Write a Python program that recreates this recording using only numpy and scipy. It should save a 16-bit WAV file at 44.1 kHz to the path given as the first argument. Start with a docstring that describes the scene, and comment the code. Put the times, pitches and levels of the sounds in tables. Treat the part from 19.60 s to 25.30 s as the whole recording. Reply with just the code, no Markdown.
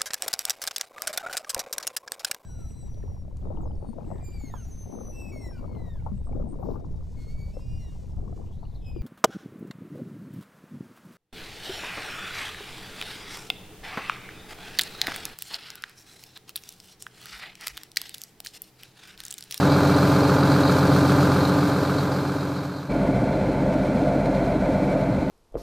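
"""The bright clatter of a six-cylinder diesel dozer idling at 900 rpm in a snowy yard.
The microphone is first at the track, behind the blade: firings drone, pistons slap, steel lines ring.
As that fades, it is close beside the closed hood, where the same idle is duller and deeper,
with hollow chuffs, a shaft's whine, the uneven rush of cooling air and a few bumps on the bodywork."""
import sys
import numpy as np
from scipy import signal
from scipy.fft import rfft, irfft
from scipy.io import wavfile
from scipy.ndimage import uniform_filter1d

SR = 44100
rng = np.random.default_rng(int(sys.argv[2]) if len(sys.argv) > 2 else 0)


def to_wav(sig):
    """Store sig (one row per channel, or 1-D mono) as 16-bit WAV at the path in sys.argv[1].

    Samples outside -1..1 are clipped; the rate is SR.
    """
    pcm = np.clip(np.atleast_2d(sig), -1, 1) * 32767
    pcm = np.round(pcm).astype(np.int16)
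    wavfile.write(sys.argv[1], SR, pcm.T)  # frames by channels


N = 251370
TIME = np.arange(N) / SR
FREQS = np.fft.rfftfreq(N, 1 / SR)
CYCLE_HZ, FIRINGS = 7.5002, 6  # one four-stroke cycle: two crank turns, six firings
PUMP_HZ = 72.6

# steel lines and covers, heard at the track: pitch_hz, width_hz, level_db
STEEL_MODES = [(2317, 65, -52.3), (3866, 65, -48.5), (4130, 150, -47.5), (4235, 110, -48), (4450, 160, -52),
               (4745, 115, -49.5)]


def amp(db):
    """Decibels to gain."""
    return 10 ** (np.asarray(db) / 20)


def unit_rms(x):
    """Scales to rms 1."""
    return x / np.sqrt(np.mean(x ** 2) + 1e-20)


def gain_curve(points):
    """Joins (Hz, dB) points on a log-frequency axis into a gain at every frequency."""
    hz, db = np.transpose(points)
    return amp(np.interp(np.log(FREQS + 1), np.log(hz + 1), db))


def wander(hz):
    """Slow random drift of rms 1, up to about hz."""
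    return unit_rms(irfft(rfft(rng.standard_normal(N)) * np.exp(-(FREQS / hz) ** 2), N))


def coloured(white, spectrum):
    """Gives white noise a spectrum in dB per Hz, rolling off below the lowest point."""
    low_cut = 1 / np.sqrt(1 + (spectrum[0][0] / (FREQS + 1)) ** 4)
    return irfft(rfft(white) * gain_curve(spectrum) * low_cut * np.sqrt(SR / 2), N)


def ramp(start_s, length_s):
    """Rises evenly from 0 to 1, then holds."""
    return np.clip((TIME - start_s) / length_s, 0, 1)


def damped_tone(age, hz, rise_s):
    """A brief tone that swells to 1 within rise_s, then dies."""
    rises = np.maximum(age, 0) / rise_s
    return rises * np.exp(1 - rises) * np.sin(2 * np.pi * (hz * age + rng.random()))


def knocking(crank, knocks, between_db):
    """Force on the block at each crank position (in cycles): sudden, dying blows over a steady share."""
    power = amp(between_db) ** 2
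    for position, db, length in knocks:
        age = ((crank - (position - length / 2) / FIRINGS) % 1) * FIRINGS / length
        power = power + amp(db) ** 2 * 2 * np.exp(-age) * (1 - np.exp(-10 * age))
    return unit_rms(np.sqrt(power))


def stereo(pair, spread):
    """Mid and side to left and right: nearly mono bass, wider treble hiss."""
    # stereo balance: frequency_hz, left_minus_right_db
    balance = [(500, 0), (1400, -.6), (3000, -.8), (14000, -1)]
    lean = np.sqrt(gain_curve(balance))
    mid, side = rfft(pair[0]), rfft(pair[1]) * gain_curve(spread)
    return irfft(np.array([(mid + side) * lean, (mid - side) / lean]), N)


def drone(crank, orders, panels, waver):
    """Clean engine orders; those near one panel's pitch swell together once a cycle."""
    position, hz, width = np.transpose(panels)
    common_phase = rng.random()
    out = np.zeros(N)
    for order, db in orders:
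        share = np.exp(-((order * CYCLE_HZ - hz) / width) ** 2)
        push = np.sum(share * np.exp(2j * np.pi * (common_phase - order * position / FIRINGS)))
        phase = np.angle(push + 0.024 * np.exp(2j * np.pi * rng.random()))  # random far from any panel
        tone = np.sqrt(2) * np.cos(2 * np.pi * order * crank + phase)
        out += amp(db) * tone * (1 + waver * wander(2.4))
    return out


def shaft_hum(shaft_hz, orders, slip, waver):
    """A shaft out of step with the crank; its tones beat against the engine's."""
    turns = np.cumsum(shaft_hz * (1 + slip * wander(9.2))) / SR
    out = np.zeros(N)
    for order, db in orders:
        level = amp(db) * np.sqrt(2) * (1 + waver * wander(6.2))
        out += level * np.cos(2 * np.pi * (order * turns + rng.random()))
    return out


def clatter(crank, knocks, spectrum, orders, between_db, uneven_db):
    """Pistons, valves and gears rattle alike in every cycle, a little harder or softer."""
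    period = round(SR / CYCLE_HZ)
    blows = knocking(np.arange(period) / period, knocks, between_db)
    force = amp(uneven_db * wander(28))
    lines = rfft(blows * rng.standard_normal((2, period)))
    lines /= np.sqrt(uniform_filter1d(abs(lines) ** 2, size=15))  # each blow is broad in pitch
    lines[:, [order for order, _ in orders]] = 0  # the rattle lies between the drone's orders
    place = (crank * period).astype(int) % period
    return np.array([coloured(force * unit_rms(path)[place], spectrum) for path in irfft(lines, period)])


def ringing(crank, knocks, modes, between_db, uneven_db):
    """The engine's pulses ring steel parts or a hollow, each mode by its own drifting amount."""
    blows = knocking(crank, knocks, between_db)
    paths = np.zeros((2, N))
    for hz, width, db in modes:
        drive = blows * amp(uneven_db * wander(21)) * rng.standard_normal((2, N))
        resonance = 1 / (1 + 1j * (FREQS - hz) / width) ** 2
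        paths += amp(db) * unit_rms(irfft(rfft(drive) * resonance, N))
    return paths


def steel_chatter(crank, knocks):
    """Steel lines and covers ring loudest once a cycle, and now and then chatter harder."""
    # spells of harder chatter: centre_s, boost_db, half_length_s
    chatters = [(.12, 4.5, .035), (.345, 3, 0.033), (.64, 4, .02), (.92, 5, .02), (1.075, 4.5, 0.049),
                (1.859, 1, .03), (2.39, 4, .03), (2.98, 5, .03), (3.16, 7, .04)]
    throb_db = 1.5 * np.cos(2 * np.pi * CYCLE_HZ * (TIME - 0.14))
    swell_db = sum(db * np.exp(-((TIME - s) / length) ** 2) for s, db, length in chatters)
    return amp(throb_db + swell_db) * ringing(crank, knocks, STEEL_MODES, between_db=-6, uneven_db=1.4)


def through_grille(air, air_db):
    """The band of the rush that the grille favours follows the strength of the flow."""
    centre_hz, width_hz = 600, 190
    band = irfft(rfft(air) * np.exp(-((FREQS - centre_hz) / width_hz) ** 4), N)
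    envelope = unit_rms(np.sqrt(uniform_filter1d(band ** 2, size=3500) + 1e-12))
    return air + band * (amp(air_db) / envelope - 1)


def roar(crank, knocks, spectrum, between_db, air_db, split_hz):
    """Turbulent air rushes below split_hz; above it, combustion hiss pulses with every firing."""
    treble = 1 / (1 + (split_hz / (FREQS + 1)) ** 4)
    blows = unit_rms(knocking(crank, knocks, between_db) * amp(wander(26)))
    paths = []
    for air, hiss in rng.standard_normal((2, 2, N)):
        low = rfft(through_grille(air, air_db)) * np.sqrt(1 - treble)
        high = rfft(hiss * blows) * np.sqrt(treble)
        paths.append(coloured(irfft(low + high, N), spectrum))
    return np.array(paths)


def piston_slaps(crank, uneven_db):
    """Pistons and injectors hit the block at the same crank positions in every cycle."""
    # hard slaps on the block: position_firings, pitch_hz, peak_db
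    slaps = [(.53, 1320, -25), (.58, 597, -25.5), (1.31, 1380, -24), (2.15, 408, -26.5), (2.2, 940, -29),
             (2.36, 600, -21), (2.581, 1060, -23), (3.3, 620, -25), (4.171, 582, -21.5), (4.25, 412, -26.5),
             (4.37, 1256, -24), (4.62, 610, -24.5), (5.29, 1070, -23), (5.68, 880, -23)]
    out = np.zeros(N)
    for position, hz, db in slaps:
        age = (crank - position / FIRINGS) % 1 / CYCLE_HZ
        out += amp(db) * damped_tone(age, hz, rise_s=1.45 / hz)
    return out * amp(uneven_db * wander(30))


def steel_ticks():
    """One hard blow sets all the steel parts ringing for a few milliseconds."""
    # single blows: start_s, above_usual_ringing_db
    ticks = [(.099, 10), (.315, 9.5), (.343, 11.5), (.632, 8), (.833, 8), (1.034, 11), (1.081, 3),
             (1.097, 10), (1.501, 8), (1.851, 10.5), (2.098, 9), (2.25, 8.5), (2.385, 7.5)]
    age = TIME[:SR // 20]
    paths = np.zeros((2, N))
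    for start_s, tick_db in ticks:
        start = round(start_s * SR)
        for hz, width, db in STEEL_MODES:
            rises = 2 * np.pi * width * age
            ring = np.sqrt(2) * np.sin(2 * np.pi * (hz * age + rng.random((2, 1))))
            paths[:, start:start + len(age)] += amp(db + tick_db) * rises * np.exp(1 - rises) * ring
    return paths


def at_track(crank):
    """Microphone in the open behind the blade: drone, hard slaps and clatter, ringing steel and hiss."""
    # strong engine orders: cycle_multiple, level_db
    orders = [(12, -31.5), (14, -38.5), (15, -35.5), (18, -26), (19, -36), (20, -30), (23, -38.5),
              (24, -27.5), (25, -36), (26, -36.5), (27, -38.5), (30, -41), (33, -49), (35, -40),
              (36, -29.5), (37, -35.5), (40, -43.5), (41, -39.5), (42, -36.5), (52, -37.5), (54, -34.5),
              (56, -43.5), (58, -42), (67, -43), (72, -36.5), (75, -40), (105, -40.5), (134, -44.5),
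              (141, -44), (161, -38.5), (186, -42), (204, -43.5)]
    # panels pushed once a cycle: position_firings, pitch_hz, width_hz
    panels = [(5.94, 131, 19), (.91, 143, 21), (1.64, 177, 23), (2.61, 152, 31), (4.35, 103, 15),
              (4.31, 269, 45), (3.74, 300, 38), (4.33, 415, 39)]
    # belt-driven pump or fan: shaft_multiple, level_db
    pump = [(2, -32.5), (4, -25), (5, -39.5), (6, -40.5), (7, -37.5), (8, -38), (12, -39.5)]
    # combustion knocks and valve ticks: position_firings, level_db, length_firings
    knocks = [(.45, -3.5, 0.43), (1.419, 0, 0.16), (2.45, -1.5, 0.26), (3.35, -1.5, 0.32), (4.48, -1, 0.12),
              (5.38, -1, 0.26)]
    # clatter that every cycle repeats: frequency_hz, density_db
    clatter_spectrum = [(30, -80), (60, -57), (110, -72), (260, -52), (340, -60.5), (450, -57.5),
                        (600, -59.5), (850, -59.3), (1250, -59.5), (1600, -61.3), (1850, -75.5),
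                        (2350, -74), (2900, -83.5), (4100, -80), (7000, -109)]
    # turbulent air and combustion hiss: frequency_hz, density_db
    roar_spectrum = [(25, -77), (70, -67), (150, -58.5), (330, -59), (540, -59), (1000, -65.5), (1550, -66),
                     (1900, -72.5), (2900, -76), (4200, -74.5), (5600, -78), (9000, -84.3), (11700, -89),
                     (13800, -84.5)]
    # stereo width: frequency_hz, side_over_mid_db
    spread = [(100, -27), (330, -33), (680, -27), (1250, -21), (2300, -16), (4200, -15), (7700, -12),
              (14000, -7)]
    tones = drone(crank, orders, panels, waver=0.12) + shaft_hum(PUMP_HZ, pump, slip=0.0014, waver=0.2)
    rattle = clatter(crank, knocks, clatter_spectrum, orders, between_db=-6, uneven_db=0.6)
    rings = steel_chatter(crank, knocks)
    rush = roar(crank, knocks, roar_spectrum, between_db=1.5, air_db=1.5, split_hz=2300)
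    slaps = piston_slaps(crank, uneven_db=0.9)
    return tones + slaps + stereo(rattle + rings + steel_ticks() + rush, spread)


def beside_hood(crank):
    """Microphone by the closed hood: knocks are muffled; firing note, chuffs and air come forward."""
    # strong engine orders: cycle_multiple, level_db
    orders = [(6, -36), (12, -47), (14, -45.5), (15, -43), (18, -34.5), (24, -33), (25, -39), (26, -31.5),
              (27, -36), (32, -45), (33, -38.5), (34, -41), (35, -49), (36, -29.5), (37, -38.5), (39, -42),
              (40, -37.5), (41, -36.5), (42, -36.5), (43, -40.5), (52, -37.5), (107, -48), (109, -51),
              (113, -46), (116, -48), (177, -60), (183, -54), (186, -52.5), (192, -49), (204, -55)]
    # panels pushed once a cycle: position_firings, pitch_hz, width_hz
    panels = [(.61, 233, 30), (1.3, 289, 34), (2.1, 139, 45), (3.44, 242, 23), (3.97, 196, 21)]
    # belt-driven pump or fan: shaft_multiple, level_db
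    pump = [(2, -32.5), (4, -55), (10, -61), (12, -45)]
    # combustion knocks and valve ticks: position_firings, level_db, length_firings
    knocks = [(.2, -3.5, .2), (.75, -6, .15), (1.6, -9, 0.24), (2.48, -11, 0.11), (3.62, -0.5, 0.22),
              (4.6, -0.5, 0.077), (5.62, 1, 0.11)]
    # clatter through the panels: frequency_hz, density_db
    clatter_spectrum = [(30, -83), (60, -59), (110, -55), (240, -59.5), (430, -63), (640, -71), (880, -62),
                        (1150, -76.5), (1520, -68.5), (1660, -73), (1870, -82.5), (2080, -71.5),
                        (2190, -78), (2300, -73.5), (2470, -83.5), (2900, -89.5), (7000, -110)]
    # steel lines and covers: pitch_hz, width_hz, level_db
    steel_modes = [(1500, 56, -50.5), (2080, 55, -55), (2290, 42, -52), (4130, 160, -56.5)]
    # whine of a faster shaft: shaft_multiple, level_db
    fast_shaft = [(6, -35.5), (9, -45.5), (10, -50.5)]
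    # stereo width: frequency_hz, side_over_mid_db
    spread = [(200, -75), (560, -54), (850, -25), (1250, -21), (4200, -22), (14000, -16)]
    tones = drone(crank, orders, panels, waver=0.11) + shaft_hum(PUMP_HZ, pump, slip=0.0011, waver=0.092)
    rattle = clatter(crank, knocks, clatter_spectrum, orders, between_db=-4.5, uneven_db=0.9)
    rings = ringing(crank, knocks, steel_modes, between_db=-3, uneven_db=2.5)
    air = hood_chuffs(crank) + cooling_air(crank, knocks)
    whine = shaft_hum(shaft_hz=100.6, orders=fast_shaft, slip=0.0016, waver=0.17)
    return tones + whine + rush_peaks() + stereo(rattle + rings + air, spread)


def hood_chuffs(crank):
    """Two chuffs a cycle sound the hollow under the hood."""
    # chuffs: position_firings, level_db, length_firings
    chuffs = [(1.0, -0.5, .55), (3.85, -2, 0.46)]
    # the hollow: pitch_hz, width_hz, level_db
    cavity = [(228, 51, -30.3)]
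    return ringing(crank, chuffs, cavity, between_db=-15, uneven_db=1)


def cooling_air(crank, knocks):
    """Air surges and sags at the grille, over a faint combustion hiss."""
    # turbulent air and hiss: frequency_hz, density_db
    spectrum = [(25, -76), (45, -62), (80, -54), (150, -57.5), (270, -57.5), (410, -60), (510, -49.5),
                (700, -50.5), (800, -66.5), (1150, -69), (1500, -75), (1850, -76.5), (2200, -74.5),
                (2480, -77.5), (2850, -83), (4200, -84), (5200, -89), (7800, -93), (14000, -104)]
    # rush at the grille: time_s, level_db
    airflow = [(3.38, -3.5), (3.455, -0.5), (3.5, -4), (3.57, 0), (3.66, -1.5), (3.78, 0.5), (3.89, -2),
               (3.98, -3.5), (4.015, -12), (4.05, 2), (4.27, -2.5), (4.45, 2.5), (4.58, 1.5), (4.88, 1),
               (4.965, 1), (4.997, -15), (5.03, 2), (5.27, 0), (5.37, 2), (5.52, -2)]
    air_db = np.interp(TIME, *np.transpose(airflow))
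    return roar(crank, knocks, spectrum, between_db=10, air_db=air_db, split_hz=1220)


def rush_peaks():
    """Brief, irregular peaks near 600 Hz in the rush of air."""
    # peaks in the rush: start_s, peak_db, pitch_hz
    peaks = [(3.446, -18, 585), (3.529, -22, 590), (3.561, -22, 617), (3.916, -22, 604), (3.989, -18, 580),
             (4.034, -18, 650), (4.054, -20, 586), (4.368, -22, 597), (4.45, -16, 544), (4.495, -16, 630),
             (4.835, -18.5, 604), (4.87, -15, 576), (5.022, -18, 625), (5.098, -23, 606), (5.194, -25, 594),
             (5.268, -22, 600), (5.356, -17, 630), (5.401, -18.5, 614)]
    return sum(amp(db) * damped_tone(TIME - s, hz, rise_s=0.0028) for s, db, hz in peaks)


def body_bumps():
    """Dull bumps on the bodywork, each a few soft swings of one low tone."""
    # bumps: centre_s, level_db, pitch_hz, half_length_s
    bumps = [(3.56, -23, 127, 0.017), (3.63, -22, 125, 0.016), (3.89, -32, 94, .02),
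             (4.049, -18, 140, .007), (5.42, -23, 149, 0.022), (5.52, -18, 124, 0.012),
             (5.587, -27.5, 78.5, .025)]
    return sum(amp(db) * np.exp(-((TIME - s) / length) ** 2) * np.sin(2 * np.pi * hz * (TIME - s))
               for s, db, hz, length in bumps)


def scene():
    """One governed, almost steady idle: the track side fades out and the hood side cuts in."""
    crank = np.cumsum(CYCLE_HZ * (1 + 0.00015 * wander(3))) / SR  # in cycles
    track_gain = amp(0.31) * (1 - ramp(start_s=1.525, length_s=2.03))
    hood_gain = amp(-1.31) * ramp(start_s=3.286, length_s=0.02) * (1 - ramp(start_s=5.31, length_s=1.7))
    return track_gain * at_track(crank) + hood_gain * beside_hood(crank) + body_bumps()


def record(dry):
    """A narrow notch in the treble, then a steep band limit."""
    notch_hz, notch_width_hz, edge_hz = 2890, 45, 14700
    notch = 1 - 0.92 * np.exp(-((FREQS - notch_hz) / notch_width_hz) ** 2)
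    notched = irfft(rfft(dry) * notch, N)
    band_limit = signal.firwin(511, edge_hz, window=("kaiser", 9), fs=SR)
    return signal.oaconvolve(notched, band_limit[None], "same")


dry = scene()
out = record(dry)
to_wav(out)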